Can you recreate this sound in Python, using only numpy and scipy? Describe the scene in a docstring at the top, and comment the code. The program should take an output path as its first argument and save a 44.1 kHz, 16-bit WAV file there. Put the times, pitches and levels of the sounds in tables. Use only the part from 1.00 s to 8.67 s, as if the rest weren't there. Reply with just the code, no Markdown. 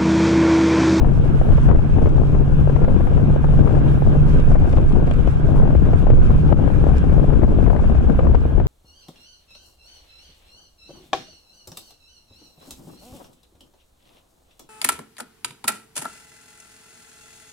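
"""Wind on a two-port microphone

A phone microphone is buffeted at the open window of a vehicle on a concrete road. The left port faces the
stream: random eddies and tabulated blows and slaps make thumps and flutter. The sheltered right port has softer
noise-made rumble and rustle. Both hear two rising sine drones, short ticks and knocks, a faint gliding
whistle, and filtered noise for tyre roar and hiss. A limiter ducks the loudest gusts and their peaks are rounded.
"""
import sys
import numpy as np
from scipy import signal
from scipy.fft import rfft, irfft, next_fast_len
from scipy.io import wavfile
from scipy.ndimage import uniform_filter1d, minimum_filter1d, map_coordinates

SR = 44100
rng = np.random.default_rng(int(sys.argv[2]) if len(sys.argv) > 2 else 0)


def rack_gain(trim_db):
    """Turn a fader trim in dB into the linear factor to multiply a signal by."""
    fader = np.asarray(trim_db, float)
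    return 10 ** (fader / 20)


def to_wav(sig):
    """Store sig (one row per channel, or 1-D mono) as 16-bit WAV at the path in sys.argv[1].

    Samples outside -1..1 are clipped; the rate is SR.
    """
    pcm = np.clip(np.atleast_2d(sig), -1, 1) * 32767
    pcm = np.round(pcm).astype(np.int16)
    wavfile.write(sys.argv[1], SR, pcm.T)  # frames by channels


N = 338247  # samples

# heavy sucks of air on the exposed port: (centre time [s], peak level [dB], nominal swing rate [Hz])
BLOW_EVENTS = [(0.019, -1.5, 48.0), (0.067, -5.5, 43.2), (0.403, -3.5, 40.1), (0.685, -1, 57.4),
               (0.692, -6, 150.4), (0.699, -3.5, 138.6), (0.722, -4.0, 150.0), (0.752, -2.5, 73.0),
               (0.994, -3, 69.0), (1.181, -4.0, 73.0), (1.405, -4.0, 40.0), (1.693, -3.0, 49.0),
               (1.761, -1.5, 51.3), (1.845, -3, 93.0), (1.987, -5, 83.3), (2.05, -7.5, 40.0),
               (2.141, -1.5, 61.0), (2.908, -4.0, 60.7), (3.051, -4, 77.6), (3.519, -3, 59.0),
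               (3.545, -2.5, 40.0), (3.769, -1.5, 48.7), (3.783, -2.5, 92.2), (4.295, -3, 72.0),
               (4.767, -0.5, 71.7), (4.947, 0.5, 78.3), (4.971, -3, 76.0), (5.062, -3.5, 39.9),
               (5.105, -6, 80.3), (5.304, -3.5, 40.0), (5.492, -6.5, 40.0), (5.517, -5.0, 62.0),
               (5.56, -3.5, 40.2), (5.676, -3, 91.7), (5.892, -4.0, 73.0), (6.034, -3, 61.0),
               (6.093, -7, 49.2), (6.139, -3.5, 42.0), (6.359, -1, 40.3), (6.375, -3, 50.3),
               (6.702, -0.5, 43.8), (6.8, -6, 56.0), (6.987, -1, 60.9), (7.075, -4, 43.6),
               (7.187, -4.5, 70.0), (7.316, -4.5, 66.4), (7.353, -1, 40.3), (7.578, -4.0, 40.0),
               (7.639, -5.0, 85.0)]
# sharp eddies slapping the exposed port:
# (time [s], peak level [dB], nominal swing rate [Hz], brightness [dB])
SLAP_EVENTS = [(.046, -14, 606, 2.5), (.414, -9.5, 503, -4.5), (.488, -12.5, 496, 1), (.58, -16.5, 465, 4),
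               (.688, -14, 436, 6), (0.696, -13, 436, -6.5), (.711, -11, 596, 9.5), (.721, -15, 507, 6),
               (.73, -16, 550, 5), (.748, -16, 450, 4), (.757, -12, 423, -0.5), (.789, -18, 595, 6.5),
               (.983, -14, 500, 0), (1.057, -12.5, 454, 2.5), (1.069, -14.5, 500, 2.5),
               (1.18, -11.5, 503, -1), (1.233, -17, 439, 4.5), (1.321, -20, 500, -6), (1.348, -16, 570, 5),
               (1.674, -8.5, 453, -5), (1.696, -10, 417, 2), (1.76, -15.5, 500, 8.5),
               (1.817, -10.5, 420, -1), (1.844, -9.5, 604, 3), (1.881, -10.5, 540, 0.5),
               (1.94, -22, 547, -5), (1.965, -16, 550, -2), (2.007, -16, 547, 2), (2.071, -17, 695, 4),
               (2.175, -14.5, 477, 3.5), (2.198, -21, 417, 3), (2.361, -8.5, 440, -7),
               (2.442, -14, 600, 5.5), (2.526, -19, 547, 1), (2.536, -16, 447, -5), (2.591, -13.5, 550, 0),
               (2.637, -16, 550, -4), (2.674, -11.5, 730, 3.5), (2.692, -14, 496, -1),
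               (2.709, -11, 486, -11), (2.74, -11, 441, -7), (2.751, -15, 545, 5),
               (2.766, -15.5, 500, -0.5), (3.021, -10, 540, -2), (3.151, -12, 500, -4.5),
               (3.516, -19, 483, 8), (3.554, -11.5, 523, 4.5), (3.56, -14, 520, -1), (3.566, -16, 477, -3),
               (3.643, -17, 525, 2.5), (3.727, -25.5, 553, 12), (3.769, -17, 520, 10.5),
               (3.781, -20, 520, 8), (4.078, -12.5, 507, -0.5), (4.11, -17.5, 516, 5.5),
               (4.274, -12.5, 470, 1), (4.487, -18, 536, -7.5), (4.5, -17.5, 550, -3), (4.54, -17, 500, 1),
               (4.56, -14.5, 700, -7), (4.577, -16, 690, -1), (4.6, -15.5, 450, 1.5),
               (4.621, -17.5, 600, 0), (4.654, -13, 670, -8), (4.674, -14, 550, 2),
               (4.705, -11.5, 550, -0.5), (4.751, -6, 473, -2), (4.933, -9, 506, 3), (5.069, -8, 590, -3),
               (5.102, -5, 498, -4), (5.304, -13.5, 505, 1.5), (5.522, -8.5, 470, 0.5),
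               (5.676, -11.5, 500, 0.5), (5.701, -14.5, 500, 1.5), (5.839, -10, 453, -1),
               (5.867, -8, 460, -6), (5.888, -22, 480, 5), (5.898, -13, 510, -3), (6.04, -10, 500, -1.5),
               (6.05, -15, 517, -7.5), (6.096, -16, 533, 4), (6.18, -12, 440, -4), (6.241, -5, 430, -8),
               (6.302, -15.5, 426, 0), (6.333, -16, 500, -1), (6.418, -14.5, 480, -1),
               (6.432, -10.5, 540, 4), (6.479, -17.5, 500, -2), (6.586, -7.5, 453, -3),
               (6.663, -13.5, 500, 1), (6.68, -19.5, 516, 3), (6.7, -15.5, 525, 11),
               (6.731, -11, 600, -3.5), (6.763, -10, 530, 4.5), (6.791, -18.5, 507, 9),
               (6.84, -17, 550, 4.5), (6.949, -15.5, 500, 3.5), (6.983, -19, 497, 3.5),
               (7.006, -20.5, 510, 1), (7.096, -12.5, 453, 4), (7.191, -5, 533, 4), (7.206, -12.5, 525, -6),
               (7.233, -20, 605, 0), (7.268, -18, 576, 8), (7.338, -14.5, 500, -3), (7.346, -7, 423, 4.5),
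               (7.353, -17, 450, -4), (7.579, -16.5, 490, 1), (7.599, -8.5, 487, 0)]
# strength of the eddies at the exposed port: (time [s], relative level [dB])
GUST_STRENGTH = [(0, 0.5), (.37, -3), (.5, 1.5), (.62, -5.5), (.71, 8.5), (.77, -4), (.84, -6), (1.05, 2.5),
                 (1.13, -4), (1.33, 4), (1.45, -4), (1.85, 4), (2.5, -3), (2.7, 1.5), (3.45, -1.5),
                 (3.55, 1), (3.77, 0.5), (4.35, -3), (4.65, 1), (4.82, -2), (5.4, -1), (5.53, 7),
                 (5.62, -1.5), (5.9, 1.5), (6.0, -4), (6.1, 2.5), (6.8, 1.5), (6.9, -1), (7.04, -4),
                 (7.1, 5), (7.16, 1), (7.2, 0.5), (7.33, 1.5), (7.38, -6), (7.43, -4), (7.6, 0)]
# slow swell of the exposed port: (frequency [Hz], relative density [dB])
THUMP_SPECTRUM = [(1, -59), (8, -8), (20, -1), (70, -2), (140, -8.5), (250, -18), (500, -30), (1500, -130)]
# fast turbulence at the exposed port: (frequency [Hz], relative density [dB])
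FLUTTER_SPECTRUM = [(40, -59.5), (120, 0.5), (250, 2.5), (450, -5), (800, -15.5), (1300, -30), (2200, -49),
                    (4000, -71.5), (9000, -95.5), (15000, -120)]
# throb of the window gap at the sheltered port: (time [s], rumble level [dB])
GAP_THROB = [(0, -15.5), (.5, -10.5), (.95, -15), (1.25, -11.5), (1.5, -16), (1.8, -19), (2.3, -13),
             (2.6, -15.5), (3.25, -9.5), (3.55, -12.5), (4.0, -12), (4.4, -15), (5.3, -13), (5.83, -17),
             (5.9, -8), (6.0, -18), (6.1, -14), (6.55, -17), (6.75, -20), (7.2, -15.5), (7.67, -17)]
# rumble of the window gap: (frequency [Hz], relative density [dB])
RUMBLE_SPECTRUM = [(1, -70.5), (8, -20), (21, 4), (32, -4), (45, -9.5), (80, -9.5), (115, -15), (180, -19),
                   (700, -130)]
# weak turbulence at the sheltered port: (frequency [Hz], relative density [dB])
RUSTLE_SPECTRUM = [(60, -55), (150, 1.5), (250, -10), (400, -16.5), (650, -23.5), (1200, -29), (4000, -130)]
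# coming and going of the upper drone, before its trims: (time [s], level [dB])
UPPER_DRONE_LEVEL = [(0, -21), (.35, -21.5), (.48, -30), (.65, -19.5), (.9, -23), (1.2, -18), (1.75, -18.5),
                     (2.0, -29), (2.3, -17.5), (2.7, -18.5), (3.1, -16), (3.35, -19.5), (3.6, -23),
                     (3.9, -29.5), (4.35, -23), (4.7, -21.5), (5.05, -26.5), (5.4, -17.5), (5.6, -26),
                     (5.8, -19.5), (5.95, -27.5), (6.2, -18.5), (6.6, -37), (7.6, -36.5)]
# short ticks and knocks, some of them falling on blows and slaps, before a common trim: (time [s], peak level
# [dB], left over right [dB], knock over click [dB])
TICK_EVENTS = [(.35, -44.5, 1, -4), (.5715, -40, -6, 0), (1.069, -46.5, 4, 0.5), (1.092, -42.5, -8, -6),
               (1.166, -39, -2, -14), (1.7614, -46, 9.5, 2), (1.8423, -39.5, 3.5, 4),
               (3.3994, -36.5, -1, 4), (3.519, -46.5, 11.5, -1), (3.545, -50, 9, 2), (3.6945, -41, 8.5, -5),
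               (3.728, -43, 11, 8.5), (3.754, -41.5, 4.5, -11), (3.764, -42, 10, 2),
               (3.7684, -40.5, 10, 8.5), (3.7814, -41.5, 12, 3), (3.9245, -39, 2, 4.5), (4.071, -42, -3, 3),
               (4.1111, -36.5, -3, 9), (4.138, -37, 5.5, 0.5), (4.2742, -40.5, 1, 5), (4.7641, -44.5, 4, 4),
               (5.1038, -43.5, 5, 6), (5.9703, -36, 2.5, -1), (5.9823, -33, 3.5, -4), (6.333, -44, 2, 4),
               (6.4323, -47, 8, 3), (7.1931, -48.5, 7, 5), (7.3505, -38.5, 14, 2), (7.4071, -48.5, 5, -1)]
# bright clicks: (frequency [Hz], relative density [dB])
CLICK_SPECTRUM = [(2500, -41), (4300, 1), (6500, -1), (9000, -9.5), (13000, -20.5), (16000, -46.5)]
# duller knocks: (frequency [Hz], relative density [dB])
KNOCK_SPECTRUM = [(700, -38), (1500, -5), (2500, 1.5), (3500, -7.5), (5000, -25.5), (8000, -60)]
# thin whistle, before the trim of each port: (time [s], frequency [Hz], level [dB])
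WHISTLE_GLIDE = [(1.68, 1323, -76), (1.74, 1343, -49), (1.86, 1410, -42), (1.92, 1285, -52),
                 (1.95, 1175, -62), (1.99, 1103, -37), (2.05, 990, -81)]
# air stream past the window, used about its own mean: (time [s], level [dB])
AIR_STREAM = [(0.03, -67.5), (0.25, -63.5), (0.36, -62.5), (0.49, -64), (0.66, -62.5), (0.76, -67.5),
              (0.92, -64.5), (1.05, -66.5), (1.12, -67.5), (1.28, -66), (1.42, -67), (1.78, -65.5),
              (2.3, -65.5), (2.83, -63), (2.98, -63.5), (3.21, -64.5), (3.32, -61.5), (3.55, -64),
              (3.75, -63.5), (3.95, -67), (4.24, -64), (4.37, -65), (4.52, -65), (4.71, -68), (4.98, -63.5),
              (5.09, -67.5), (5.3, -63.5), (5.6, -65.5), (5.83, -64), (5.9, -64), (5.98, -62.5),
              (6.12, -64), (6.42, -66.5), (6.95, -65.5), (7.6, -70)]
# tyre roar: (frequency [Hz], relative density [dB])
ROAR_SPECTRUM = [(250, -39.5), (600, -7), (1300, 3), (1620, 4.5), (1850, -8.5), (2500, -5.5), (3300, -13.5),
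                 (4300, -27.5), (8000, -120)]
# air hiss: (frequency [Hz], relative density [dB])
HISS_SPECTRUM = [(2500, -44), (4300, -3.5), (6000, -2.5), (8500, -6), (11000, -15), (13300, -26.5),
                 (16000, -38.5)]
# top band of the hiss: (frequency [Hz], relative density [dB])
FIZZ_SPECTRUM = [(6000, -50.5), (8500, -5), (10500, 0), (13000, -5.5), (16000, -20)]
# effect of the phone's body on road sound at the left port: (frequency [Hz], gain [dB])
LEFT_BODY_RESPONSE = [(600, 7), (1300, -4), (1620, -8.5), (1900, -2), (2600, -4.5), (4000, 3.5), (8000, 2),
                      (13000, 6.5)]


def exposed_wind():
    """Turbulent pressure on a port facing the stream: a faster eddy sucks harder, louder and brighter."""
    gust_db = curves(GUST_STRENGTH)[0] + 0.64 * wobble(12)
    # tanh puts a ceiling on the eddies' speed
    eddies = 1.89 * np.tanh(0.34 * wobble(16) + 0.5 * wobble(55) + 0.49 * wobble(140))
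    blows = heavy_blows()
    thump = swell_thump(eddies, gust_db, blows)
    flutter = noise(FLUTTER_SPECTRUM, patchy_db=-1.0)
    edge = unit(np.gradient(flutter))  # the steep flanks of the same swings
    suction = np.clip(-3.3 * (thump + blows), -2, 2)
    steady = suction_flutter(eddies, gust_db, suction, flutter, edge)
    slaps, parted = eddy_slaps(edge)
    return blows + parted * (thump + steady) + slaps


def heavy_blows():
    """Suction pulses: windowed swings of nearly fixed phase, so each has a trough at its centre."""
    cycles = 1.6
    centre_s, level_db, hz = np.transpose(BLOW_EVENTS)
    return swings(centre_s - cycles / 2 / hz, level_db, hz, cycles, scatter=0.05)


def swell_thump(eddies, gust_db, blows):
    """Low-frequency turbulence: noise modulated by eddy speed, its troughs deeper than its crests."""
    mean_db, db_per_gust_db = -10.5, 0.62
    modulation_db = 0.8 * wobble(8) + 2.0 * wobble(25) + 1.33 * eddies
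    swell = unit(rack_gain(modulation_db) * noise(THUMP_SPECTRUM, patchy_db=0.7))
    swell = swell - 0.08 * (swell ** 2 - uniform_filter1d(swell ** 2, SR // 20))
    # a blow takes the place of the swell
    pushed = np.clip(1.3 * uniform_filter1d(np.abs(blows), SR // 60), 0, .8)
    return (1 - pushed) * rack_gain(mean_db + db_per_gust_db * gust_db) * swell


def suction_flutter(eddies, gust_db, suction, flutter, edge):
    """Modulated turbulence: suction and eddy speed raise a mixture of noise, its gradient and short flaps."""
    mean_db, db_per_suction, flaps_per_s = -20, 2, 130
    when, size, pitch = rng.random((round(flaps_per_s * N / SR), 3)).T
    flaps = swings(when * N / SR, 11 * size, 170 * np.exp(1.4 * pitch), cycles=1.53)
    body = rack_gain(3.58 * eddies) * flutter
    treble = 0.18 * rack_gain(4.5 * eddies + 0.9 * gust_db) * edge  # strong gusts carry more treble
    flapping = 0.48 * rack_gain(1.7 * eddies) * unit(flaps)
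    mixture = rack_gain(db_per_suction * suction) * (body + treble + flapping)
    return rack_gain(mean_db + gust_db) * unit(mixture)


def eddy_slaps(edge):
    """Impulsive loading: a slap is swings with a short higher-pitched crack inside and a burst of treble."""
    s, db, hz, bright_db = np.transpose(SLAP_EVENTS)
    crisp = bursts(np.transpose([s, db + bright_db]), rise_s=0.0035, t60_s=0.022)
    crack = swings(s, db + bright_db / 2 - 15.5, 2.4 * hz, cycles=1.4)
    thud = swings(s - .0015, db, hz, cycles=2.26)
    # gain by which a slap sweeps swell and flutter aside
    presence = bursts(np.transpose([s - .004, db]), rise_s=0.0024, t60_s=0.032)
    parted = 1 - np.clip(1.3 * presence, 0, .6)
    return crack + thud + rack_gain(-6.0) * crisp * edge, parted


def sheltered_wind(stream_db):
    """Sheltered flow: modulated low noise for the throb of the window gap, and a weaker rustle in puffs."""
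    rumble_db, = curves(GAP_THROB)
    throb_db = 1.9 * wobble(7.4) + 1.2 * wobble(3)
    rumble = rack_gain(rumble_db) * unit(rack_gain(throb_db) * noise(RUMBLE_SPECTRUM, patchy_db=1.0))
    puffs_db = 1.5 * wobble(18) + 1.8 * wobble(60)
    rustle = unit(rack_gain(puffs_db) * noise(RUSTLE_SPECTRUM, patchy_db=-0.5))
    return rumble + rack_gain(-28.5 + stream_db) * rustle


def drones():
    """Phase integration: two unsteady tones rise as the vehicle gains speed, with octaves, louder at right."""
    t = np.arange(N) / SR
    upper_db, = curves(UPPER_DRONE_LEVEL)
    upper_hz = 140.7 + 1.9 * t + 2.61 * wobble(14) + .4 * wobble(3)
    firing_hz = 59.8 + .92 * t + 1.292 * wobble(8)
    firing_db = -30.5 + 1.16 * t + 3.0 * wobble(6.5)  # the engine pulls harder
    octave_db = -30.5 + 4.0 * wobble(9)
    upper = 2 * np.pi * np.cumsum(upper_hz) / SR
    firing = 2 * np.pi * np.cumsum(firing_hz) / SR
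    hum = rack_gain(upper_db - .5 + 2.6 * wobble(18)) * (np.sin(upper) + rack_gain(-23) * np.sin(2 * upper))
    throb = rack_gain(firing_db) * np.sin(firing) + rack_gain(octave_db) * np.sin(2 * firing)
    hum, throb = np.sqrt(2) * hum, np.sqrt(2) * throb  # a unit sine gets rms 1
    return np.array([rack_gain(-7.5) * hum + rack_gain(-7.0) * throb, hum + throb])


def ticks_and_knocks():
    """Exponentially damped noise: short bright clicks and duller, longer knocks, with fainter ones at random."""
    faint_per_s, faintest_db = 2, -48
    when, size, pan = rng.random((round(faint_per_s * N / SR), 3)).T
    faint = zip(when * (N - 1) / SR, faintest_db + 4 * size, 6 * pan - 2, 6 * size - 6)
    ticks = [*TICK_EVENTS, *faint]

    def envelopes(share, t60_s):
        """Panned decays at the left and right ports; share scales the knock's level over the click in dB."""
        ports = []
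        for side in (1, -1):
            rows = [(s, db + side * pan_db / 2 + share * knock_db) for s, db, pan_db, knock_db in ticks]
            ports.append(bursts(rows, rise_s=0.0001, t60_s=t60_s))
        return np.array(ports)

    clicks = envelopes(0, t60_s=0.008) * both_ports(CLICK_SPECTRUM, alike=0.17, patchy_db=None)
    knocks = envelopes(0.98, t60_s=0.043) * both_ports(KNOCK_SPECTRUM, alike=0.23, patchy_db=None)
    return rack_gain(-7.0) * (clicks + knocks)


def whistle():
    """A gliding sinusoid: its integrated frequency climbs a little, then falls."""
    hz, db = curves(WHISTLE_GLIDE)
    port_db = [[-4], [.5]]
    return rack_gain(db) * np.sin(2 * np.pi * np.cumsum(hz) / SR) * rack_gain(port_db)


def road(stream_db):
    """Broadband noise: tyre roar and air hiss swell in short surges; the top band has its own random level."""
    surge_db = 0.22 * wobble(17) + 0.52 * wobble(25)
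    roar_db = -40.5 + 0.83 * stream_db + 1.4 * surge_db
    hiss_db = -62.5 + stream_db + surge_db + 1.7 * wobble(28)
    fizz_db = -75.5 + stream_db + 1.8 * wobble(8) + 4.2 * wobble(28)
    roar = rack_gain(roar_db) * both_ports(ROAR_SPECTRUM, alike=0.37, patchy_db=2.0)
    hiss = rack_gain(hiss_db) * both_ports(HISS_SPECTRUM, alike=0.11, patchy_db=1.0)
    fizz = rack_gain(fizz_db) * both_ports(FIZZ_SPECTRUM, alike=0.55, patchy_db=None)
    left, right = roar + hiss + fizz
    return np.array([coloured(left, LEFT_BODY_RESPONSE), right])


def swings(s, db, hz, cycles, scatter=1):
    """Passing vortices: windowed pressure swings that speed up; scatter [cycles] spreads their phase."""
    t = np.arange(SR // 20) / SR
    turn = hz[:, None] * t
    window = np.sin(np.pi * np.clip(turn / cycles, 0, 1)) ** 2
    phase = turn * (0.78 + 0.14 * turn) + scatter * rng.random((len(s), 1))
    grain = window * np.sin(2 * np.pi * phase)
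    where = np.round(s * SR).astype(int)[:, None] + np.arange(len(t))
    return np.bincount(where.ravel(), (rack_gain(db)[:, None] * grain).ravel(), N + SR)[:N]


def bursts(rows, rise_s, t60_s):
    """Exponential decay: an envelope with one quick rise and fall per (time [s], level [dB]) row."""
    marks, t = np.zeros(N), np.arange(SR // 10) / SR
    for s, db in rows:
        marks[round(s * SR)] = rack_gain(db)
    shape = (1 - np.exp(-t / rise_s)) * np.exp(-np.log(1000) * t / t60_s)
    return signal.fftconvolve(marks, shape / shape.max())[:N]


def both_ports(spectrum, alike, patchy_db):
    """Partial coherence: a shared part reaches the right port later; the rest is each port's own."""
    shared, left, right = (noise(spectrum, patchy_db) for _ in range(3))
    common = np.array([shared, np.roll(shared, SR // 4200)])  # about a quarter millisecond
    return np.sqrt(alike) * common + np.sqrt(1 - alike) * np.array([left, right])


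def noise(spectrum, patchy_db):
    if patchy_db is None:
        return unit(coloured(rng.standard_normal(N), spectrum))
    z = signal.stft(rng.standard_normal(N + 512), nperseg=512)[2]
    field = uniform_filter1d(rng.standard_normal(z.shape), size=5, axis=0)  # across frequency
    field = uniform_filter1d(field, size=8, axis=1)  # across time
    patchy = signal.istft(z * rack_gain(patchy_db * unit(field)), nperseg=512)[1]
    return unit(coloured(patchy, spectrum))


def coloured(x, spectrum):
    """Linear filtering: x through a (frequency [Hz], gain [dB]) response."""
    size = next_fast_len(N + 8192)
    gain = rack_gain(along(spectrum, np.fft.rfftfreq(size, 1 / SR)))
    return irfft(rfft(x, size) * gain, size)[:N]


def along(points, hz):
    """Logarithmic interpolation of (frequency [Hz], value) points."""
    f, v = np.transpose(points)
    return np.interp(np.log(hz + 1), np.log(f + 1), v)


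def curves(rows):
    """Linear interpolation in time: one value per sample for each column after the time."""
    s, *cols = np.transpose(rows)
    return [np.interp(np.arange(N) / SR, s, c) for c in cols]


def swing_db(rows):
    """Relative level: a level curve about its own mean."""
    db, = curves(rows)
    return db - db.mean()


def wobble(rate):
    """Slow random modulation: a smooth curve through random knots, rate [knots/s]."""
    knots = rng.standard_normal(int(N * rate / SR) + 4)
    return map_coordinates(knots, [np.arange(N) * rate / SR])


def unit(x):
    """Normalisation to rms 1."""
    return x / np.sqrt(np.mean(x ** 2))


def scene():
    """Superposition: wind is separate at each port; road, drones, whistle and ticks reach both."""
    stream_db = swing_db(AIR_STREAM) + .3 * wobble(9)
    wind = np.array([exposed_wind(), sheltered_wind(stream_db)])
    return wind + drones() + ticks_and_knocks() + whistle() + road(stream_db)


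def limited(x):
    """Gain reduction: one gain for both ports drops just after the tallest gusts and creeps back."""
    threshold, hold_s, release_s = 1.15, 0.029, 0.045
    need = np.minimum(1, threshold / (np.abs(x).max(0) + 1e-9))
    hold = round(hold_s * SR)
    # the filter origins make both windows look back in time
    held = minimum_filter1d(need, hold, origin=(hold - 1) // 2)
    quick = uniform_filter1d(held, hold // 2, origin=(hold // 2 - 1) // 2)
    keep = np.exp(-1 / (release_s * SR))
    slow = 1 - signal.lfilter([1 - keep], [1, -keep], 1 - quick)
    return x * np.minimum(quick, slow)


def top_cut(x):
    """Nothing passes above the cut-off."""
    return signal.sosfilt(signal.butter(12, 13700, fs=SR, output="sos"), x)


def record(dry):
    """Amplitude saturation: after a limiter, the input stage rounds off the tallest swings."""
    dry = limited(dry)
    top, hardness = .89, 7  # full-scale fraction, exponent of the knee
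    rounded = dry / (1 + np.abs(dry / top) ** hardness) ** (1 / hardness)
    return top_cut(rounded)


dry = scene()
out = record(dry)
to_wav(out)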